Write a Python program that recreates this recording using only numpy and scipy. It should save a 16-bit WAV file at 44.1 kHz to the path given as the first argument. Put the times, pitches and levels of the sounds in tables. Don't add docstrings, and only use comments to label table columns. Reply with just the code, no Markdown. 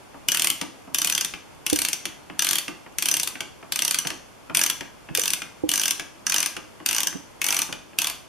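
import sys
import numpy as np
from scipy import signal
from scipy.fft import rfft, irfft, next_fast_len
from scipy.io import wavfile
from scipy.ndimage import map_coordinates

SR = 44100
rng = np.random.default_rng(int(sys.argv[2]) if len(sys.argv) > 2 else 0)


def log_audio(samples):
    frames = np.atleast_2d(samples).T
    limited = np.clip(frames, -1, 1)
    pcm = np.round(limited * 32767).astype(np.int16)
    wavfile.write(sys.argv[1], SR, pcm)


N = 365148
SIZE = 4096
T, HZ = np.arange(SIZE) / SR, np.fft.rfftfreq(SIZE, 1 / SR)


# first tooth in seconds, last tooth in seconds, count of teeth,
# first gap and last gap as multiples of the gap at full speed, relative level at the start, in mid-swing
# and at the end in dB, brightness in dB, ring of the steel head in dB, ring at the end in dB,
# middle pitch of the snap in Hz.
RETURN_SWINGS = [(0.2856, 0.5010, 9, 1.39, 1.26, -15.5, -18.5, -16.5, 0, -2.5, -20, 3040),
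                 (0.9458, 1.2473, 11, 1.6, 1.53, -17, -20, -21, 0, -6, -5, 2880),
                 (1.6649, 1.9306, 9, 1.2, 1.58, -20, -19.5, -19.5, 1, 1.5, 0, 3080),
                 (2.3929, 2.5842, 9, 1.44, 1.42, -18.5, -20, -18.5, -1, 1.5, -19, 3220),
                 (2.9847, 3.2740, 10, 1.51, 1.61, -20, -19, -22, 2, 3, -10, 3250),
                 (3.722, 3.9870, 9, 1.3, 1.5, -21, -19, -18, 1, 2, -3.5, 3090),
                 (4.5485, 4.699, 7, 1.02, 1.67, -16, -18.5, -19, 1, 7.5, -11, 3000),
                 (5.1501, 5.3342, 9, 1.18, 1.54, -17.5, -22, -17, 1.5, 5, 9, 2820),
                 (5.691, 5.9084, 11, 1.32, 1.52, -18.5, -21.5, -18.5, 2, 5.5, 0, 3030),
                 (6.2670, 6.4602, 9, 1.59, 1.68, -19.5, -19.5, -19.5, -1, 5, -2, 2500),
                 (6.861, 7.0706, 10, 1.67, 2.35, -18.5, -22, -19, 0, 4.5, 15, 2830),
                 (7.4163, 7.6180, 10, 1.38, 1.48, -20, -21, -20.5, 1, -7, 0.5, 2430),
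                 (7.9868, 8.0987, 5, 1.19, 1.08, -17, -21, -26.5, 1, 3.5, 0, 3150)]


def teeth():
    ease = 5
    first_db, first_bright_db, first_ring_db = 0.2, -2, -1.5
    pitch_rise_octaves = 0.081
    scatter_db, bright_scatter_db, ring_scatter_db, pitch_scatter_octaves = 1.0, 2, 8, 0.16
    rows = []
    for (start, end, count, first_gap, last_gap, start_db, middle_db, end_db,
         bright_db, ring_db, end_ring_db, hz) in RETURN_SWINGS:
        count = round(count)
        step, place = np.linspace(0, 1, count - 1), np.linspace(-1, 1, count)
        gaps = 1 + (first_gap - 1) * (1 - step) ** ease + (last_gap - 1) * step ** ease
        times = start + (end - start) * np.r_[0, np.cumsum(gaps)] / gaps.sum()

        first = np.arange(count) == 0
        early, late = np.minimum(place, 0) ** 2, np.maximum(place, 0) ** 2
        size, colour, ring_change, pitch_change = rng.standard_normal((count, 4)).T
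        level = middle_db + early * (start_db - middle_db) + late * (end_db - middle_db)
        level = level + first_db * first + scatter_db * size
        bright = bright_db + first_bright_db * first + bright_scatter_db * colour
        ring = ring_db + late * (end_ring_db - ring_db)
        ring = ring + first_ring_db * first + ring_scatter_db * ring_change
        pitch = hz * 2 ** (pitch_rise_octaves * place / 2 + pitch_scatter_octaves * pitch_change)
        rows += zip(times, level, bright, ring, pitch)
    return rows


# frequency in Hz, relative level in dB per Hz.
SNAP_COLOUR = [(500, -27.5), (800, -19.5), (1150, -8), (1400, -8), (1850, -3.5), (2300, -2), (3000, 0.5),
               (3550, -0.5), (4300, -1.5), (5500, -3.5), (7000, -3.5), (9000, -1.5), (11500, -4),
               (14000, -4)]
# frequency in Hz, width in Hz, relative level in dB.
HEAD_MODES = [(1140, 49, -13), (1613, 96, 7), (2820, 81, -0.5), (5080, 320, 0.5), (6044, 260, 12.5),
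              (9000, 180, 1.5)]
# time in seconds, relative ring in dB.
HAND_GRIP = [(0, -13), (4.1, -16), (4.6, -11), (7, -9), (7.6, 2), (8.28, -11)]
# frequency in Hz, likeness (1 = the same).
TOOL_ALIKE = [(300, 0.15), (900, 1), (2500, 0.77), (5000, 0.66), (6100, 0.56), (7500, 0.34), (9500, 0.71),
              (11500, 0.13), (14000, 0.11)]


def pawl(drops):
    level_db, ring_db, crack_db, sing_db = -1.0, -1, -4, -17
    pitch_db, pitch_width_hz = 6.0, 380
    sing_hz, sing_width_hz = 5960, 260
    track = np.zeros((2, N))
    modes = sum(amp(db) ** 2 * peak(hz, width) for hz, width, db in HEAD_MODES)
    bright_tilt = along([(1500, -0.83), (3500, -0.11), (8000, 0.33)], HZ)
    crack_tilt_db = along([(1500, -17.0), (4000, -8), (8000, 4.0)], HZ)
    sing_colour = 20 * np.log10(peak(sing_hz, sing_width_hz))
    for s, db, bright_db, head_db, pitch in drops:
        own = amp(pitch_db) ** 2 * peak(pitch, pitch_width_hz)
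        ringing = 1 + modes * amp(ring_db + head_db) ** 2 + own
        plain = along(SNAP_COLOUR, HZ) + bright_db * bright_tilt

        snap_touch = contact(rise=0.0001, chatter=0.0012, t60=0.026)
        snap = burst(snap_touch, plain + 10 * np.log10(ringing), TOOL_ALIKE)
        crack = burst(bounces(t60=.006), plain + crack_tilt_db, TOOL_ALIKE)
        sing = burst(contact(rise=0.00089, chatter=.002, t60=0.059), sing_colour, TOOL_ALIKE)

        free_db = np.interp(s, *np.transpose(HAND_GRIP))
        blow = snap + amp(crack_db + 0.51 * bright_db) * crack + amp(sing_db + free_db) * sing
        add(track, s, amp(db + level_db) * blow)
    return track


def bounces(t60):
    count, spacing, loss_db, scatter_db = 3, 0.001, -3.0, 3
    gaps = spacing * rng.uniform(.4, 1.6, count - 1)
    age = T - np.r_[0, np.cumsum(gaps)][:, None]
    size_db = loss_db * np.arange(count) + scatter_db * rng.standard_normal(count)
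    contacts = (age >= 0) * amp(size_db[:, None] - 60 * np.abs(age) / t60) ** 2
    return np.sqrt(np.sum(contacts, 0))


# time in seconds, relative level of its rattle in dB.
BOLT_PLAY = [(0, -9), (1.8, -10), (3.2, -8.5), (4.6, -4), (5.3, -14), (6.3, -4), (7, -2.5), (7.5, -0.5),
             (8.28, 3.5)]
# frequency in Hz, relative level in dB per Hz.
BOLT_COLOUR = [(300, -21), (600, -5.5), (950, 1.5), (1250, 1), (1600, -7), (2400, -3), (5000, -44)]
# frequency in Hz, relative level in dB per Hz.
FORK_COLOUR = [(50, -26.5), (100, -11), (160, 2.5), (230, -3), (310, 7.5), (420, -8.5), (700, -4.5),
               (1200, -8), (3000, -49.5)]
# frequency in Hz,
# likeness (1 = the same, negative = opposed).
WIDE_ALIKE = [(100, -0.083), (300, -0.31), (900, 0.7), (3000, 0.89), (6000, 0.91), (9000, -0.14),
              (14000, -0.2)]


def drive(drops):
    slide_db, rattle_db, knock_db = -20, -19, -22
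    usual_gap, longest_gap, lead = 0.035, 0.07, .008
    track = np.zeros((2, N))
    times, levels = np.transpose(drops)[:2]
    speeds = usual_gap / np.minimum(np.diff(times, prepend=0), longest_gap)
    for s, db, speed in zip(times, levels, speeds):
        slide = burst(contact(rise=0.018, chatter=lead, t60=0.0043), along(SNAP_COLOUR, HZ), TOOL_ALIKE)
        rattle = burst(contact(rise=0.0025, chatter=0.0032, t60=0.053), along(BOLT_COLOUR, HZ), TOOL_ALIKE)
        knock = burst(contact(rise=0.00063, chatter=0.0018, t60=0.092), along(FORK_COLOUR, HZ), WIDE_ALIKE)
        loose_db = np.interp(s, *np.transpose(BOLT_PLAY))
        shake = amp(rattle_db + loose_db) * speed * rattle + amp(knock_db) * knock
        add(track, s - lead, amp(db + slide_db) * speed * slide)
        add(track, s, amp(db) * shake)
    return track


# time in seconds,
# relative level of the clack in dB, relative level of the fork's knock in dB.
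HANDLE_TURNS = [(0.143, -43, -37), (0.613, -17.5, -25), (0.874, -46, -36.5), (1.3374, -23.5, -36.5),
                (2.0541, -16.5, -33.5), (2.298, -29.5, -32.5), (2.6804, -21, -28.5), (2.862, -37, -38),
                (3.354, -26.5, -37), (3.4056, -18, -33), (3.627, -35.5, -37), (4.05, -24.5, -27.5),
                (4.0708, -15, -40), (4.1029, -20, -31.5), (4.4969, -28, -29), (4.808, -22.5, -31.5),
                (5.087, -32, -35), (5.4186, -21, -38), (5.996, -19.5, -34), (6.566, -22, -33.5),
                (6.8, -37, -36), (7.06, -45, -36), (7.126, -30, -37.5), (7.689, -35, -32.5),
                (7.7257, -20, -33.5), (7.932, -42, -44)]
# frequency in Hz, relative level in dB per Hz.
CLACK_COLOUR = [(500, -9.5), (1000, -8), (1600, 2), (2100, 3.5), (3100, 4.5), (3900, -4), (5000, -5.5),
                (6000, -2), (7000, -9), (9200, -8), (14000, -17)]


def socket():
    level_db, usual_treble_db, stretch = -8, -10, 0.2
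    firm_db, treble_per_db, dullest_db = -16, 2.4, -34
    track = np.zeros((2, N))
    tilt = along([(1200, 0), (1700, 0.0), (3000, 0.41), (7000, 1.0)], HZ)
    for s, db, _ in HANDLE_TURNS:
        treble_db = max(treble_per_db * (db - firm_db), dullest_db)
        hard_db = treble_db - usual_treble_db
        slow = amp(-stretch * hard_db)
        touch = contact(rise=0.00027 * slow, chatter=0.00098 * slow, t60=0.029)
        clack = burst(touch, along(CLACK_COLOUR, HZ) + hard_db * tilt, TOOL_ALIKE)
        add(track, s, amp(db + level_db) * clack)
    return track


def fork():
    level_db = -3
    track = np.zeros((2, N))
    for s, _, db in HANDLE_TURNS:
        knock = burst(contact(rise=0.0015, chatter=0.0077, t60=0.1), along(FORK_COLOUR, HZ), WIDE_ALIKE)
        add(track, s, amp(db + level_db) * knock)
    return track


# time in seconds, relative level in dB, base pitch in Hz,
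# base time to fade by 60 dB in seconds.
HOLLOW_BUMPS = [(1.724, -21.5, 304, 0.13), (5.104, -35, 160, 0.12), (5.182, -21, 470, 0.035),
                (5.6338, -23, 312, 0.12), (7.147, -33, 186, 0.06), (7.154, -34, 277, 0.076)]
# multiple of the base pitch, relative level in dB,
# share of the base fading time.
HOLLOW_PARTIALS = [(.26, -5, 0.52), (1, 8.5, 0.92), (1.16, -14, 0.23), (1.63, 5.5, 0.46), (2.6, -3, .35)]


def bumps():
    side_db, rise = np.array([[-3], [3]]), 0.0034
    track, t = np.zeros((2, N)), np.arange(SR // 4) / SR
    offset = np.array([[2 * np.pi / 3], [0]])
    for s, db, hz, t60 in HOLLOW_BUMPS:
        ring = 0
        for ratio, level, share in HOLLOW_PARTIALS:
            fade = amp(level - 60 * t / (t60 * share))
            ring = ring + fade * np.sin(2 * np.pi * hz * ratio * t + offset)
        soft_start = 1 - np.exp(-(t / rise) ** 2)
        add(track, s, amp(db) * amp(side_db) * ring * soft_start)
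    return track


# middle delay in seconds, level in dB.
NEAR_ECHOES = [(.0052, -33), (0.0107, -16.5), (0.012, -17)]


def garage(x):
    count, size = 5, 2048
    turn = np.arange(N) / size
    wet = np.zeros((2, N))
    for k in range(count):
        share = np.cos(np.pi / 2 * np.minimum(np.abs((turn - k) % count - 1), 1))
        wet += signal.oaconvolve(x * share, room_tail(), axes=1)[:, :N]
    for delay, db in NEAR_ECHOES:
        path = (delay + .00015 * wobble(rate=6)) * SR
        wet += amp(db) * x[:, np.clip(np.arange(N) - path.astype(int), 0, N - 1)]
    return wet


# frequency in Hz, time to fade by 60 dB in seconds.
GARAGE_FADE = [(150, 0.42), (600, 0.31), (2500, 0.43), (6000, 0.46), (9000, 0.37), (14000, 0.31)]
# frequency in Hz, relative strength in dB.
WALL_STRENGTH = [(150, 1.5), (1000, 3), (3000, -1.5), (6000, -3), (9000, -1), (14000, -4)]


def room_tail():
    wet_db, build = -5.5, 0.0034
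    hz, t, z = signal.stft(rng.standard_normal((2, SR // 2)), SR, nperseg=256)
    fade = amp(-60 * t / along(GARAGE_FADE, hz)[:, None])
    tail = signal.istft(z * fade, SR, nperseg=256)[1]
    growth = 1 - np.exp(-(np.arange(tail.shape[1]) / SR / build) ** 2)
    tail = spread(tail, WIDE_ALIKE) * growth
    return filtered(tail / np.linalg.norm(tail[0]), lambda f: amp(wet_db + along(WALL_STRENGTH, f)))


# frequency in Hz, relative level in dB per Hz.
AIR_COLOUR = [(20, -17), (35, -7.5), (55, -5), (100, -4), (160, -5.5), (300, -4.5), (500, -6.5),
              (950, -8.5), (1600, -14.5), (2600, -16.5), (4200, -22), (8700, -25), (11500, -27),
              (14000, -34)]
# frequency in Hz, likeness (1 = the same, negative = opposed).
RUSH_ALIKE = [(40, -0.54), (150, -0.36), (400, -0.32), (1000, 0.24), (4000, 0.2), (12000, 0.14)]


def air():
    level_db, waver_db, swell_db = -49, 0.4, 3
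    noise = filtered(rng.standard_normal((2, N)), lambda hz: amp(along(AIR_COLOUR, hz)))
    rush = spread(noise, RUSH_ALIKE)
    rumble = filtered(rush, lambda hz: 1 / (1 + (hz / 80) ** 4))
    rush = rush - rumble + rumble * amp(swell_db * wobble(rate=12))
    return amp(level_db + waver_db * wobble(rate=10.0)) * rush / rush.std()


def contact(rise, chatter, t60):
    return (1 - np.exp(-T / rise)) * amp(-60 * np.maximum(T - chatter, 0) / t60)


def burst(envelope, colour_db, alike):
    noise = spread(rng.standard_normal((2, SIZE)), alike)
    pair = irfft(rfft(noise * envelope) * causal(colour_db))
    return pair / np.sqrt(np.mean(np.sum(pair ** 2, 1)) / (.007 * SR))


def causal(db):
    cepstrum = irfft(np.log(np.maximum(amp(db), 1e-4)))
    fold = np.r_[1, np.full(SIZE // 2 - 1, 2), 1, np.zeros(SIZE // 2 - 1)]
    return np.exp(rfft(cepstrum * fold))


def peak(hz, width):
    return 1 / (1 + (2 * (HZ - hz) / width) ** 2)


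def spread(pair, alike):
    size = pair.shape[1]
    likeness = along(alike, np.fft.rfftfreq(size, 1 / SR))
    turn = np.arccos(np.clip(likeness, -1, 1)) / 2
    mid, side = irfft(rfft(pair) * [np.cos(turn), np.sin(turn)], size)
    return np.array([mid + side, mid - side])


def wobble(rate):
    points = rng.standard_normal(int(N * rate / SR) + 4)
    return map_coordinates(points, [np.arange(N) * rate / SR])


def amp(db):
    return 10 ** (np.asarray(db) / 20)


def along(points, hz):
    f, v = np.transpose(points)
    return np.interp(np.log(hz + 1), np.log(f + 1), v)


def filtered(x, response):
    m = next_fast_len(x.shape[-1] + SR // 4)
    return irfft(rfft(x, m) * response(np.fft.rfftfreq(m, 1 / SR)), m)[..., :x.shape[-1]]


def add(track, s, sound):
    part = track[:, max(round(s * SR), 0):][:, :sound.shape[-1]]
    part += sound[..., :part.shape[1]]


def scene():
    side_db, bump_room_db = np.array([[.5], [-.5]]), -9
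    drops = teeth()
    tool = (pawl(drops) + drive(drops) + socket()) * amp(side_db) + fork()
    low = bumps()
    return tool + low + garage(tool + amp(bump_room_db) * low) + air()


# frequency in Hz, width in Hz, depth in dB.
MICROPHONE_DIPS = [(3927, 400, -6), (8000, 710, -4.5), (1845, 260, -3)]
# frequency in Hz, gain in dB.
TREBLE_END = [(13900, 2), (14500, -9.5), (15200, -22), (16400, -38)]


def record(dry):
    top, top_hz = 0.96, 16494

    def dips(f):
        return sum(db * np.exp(-(2 * (f - hz) / width) ** 2) for hz, width, db in MICROPHONE_DIPS)

    coloured = filtered(dry, lambda f: amp(dips(f)))
    limited = coloured / (1 + (coloured / top) ** 6) ** (1 / 6)
    return filtered(limited, lambda f: amp(along(TREBLE_END, f)) * (f < top_hz))


dry = scene()
out = record(dry)
log_audio(out)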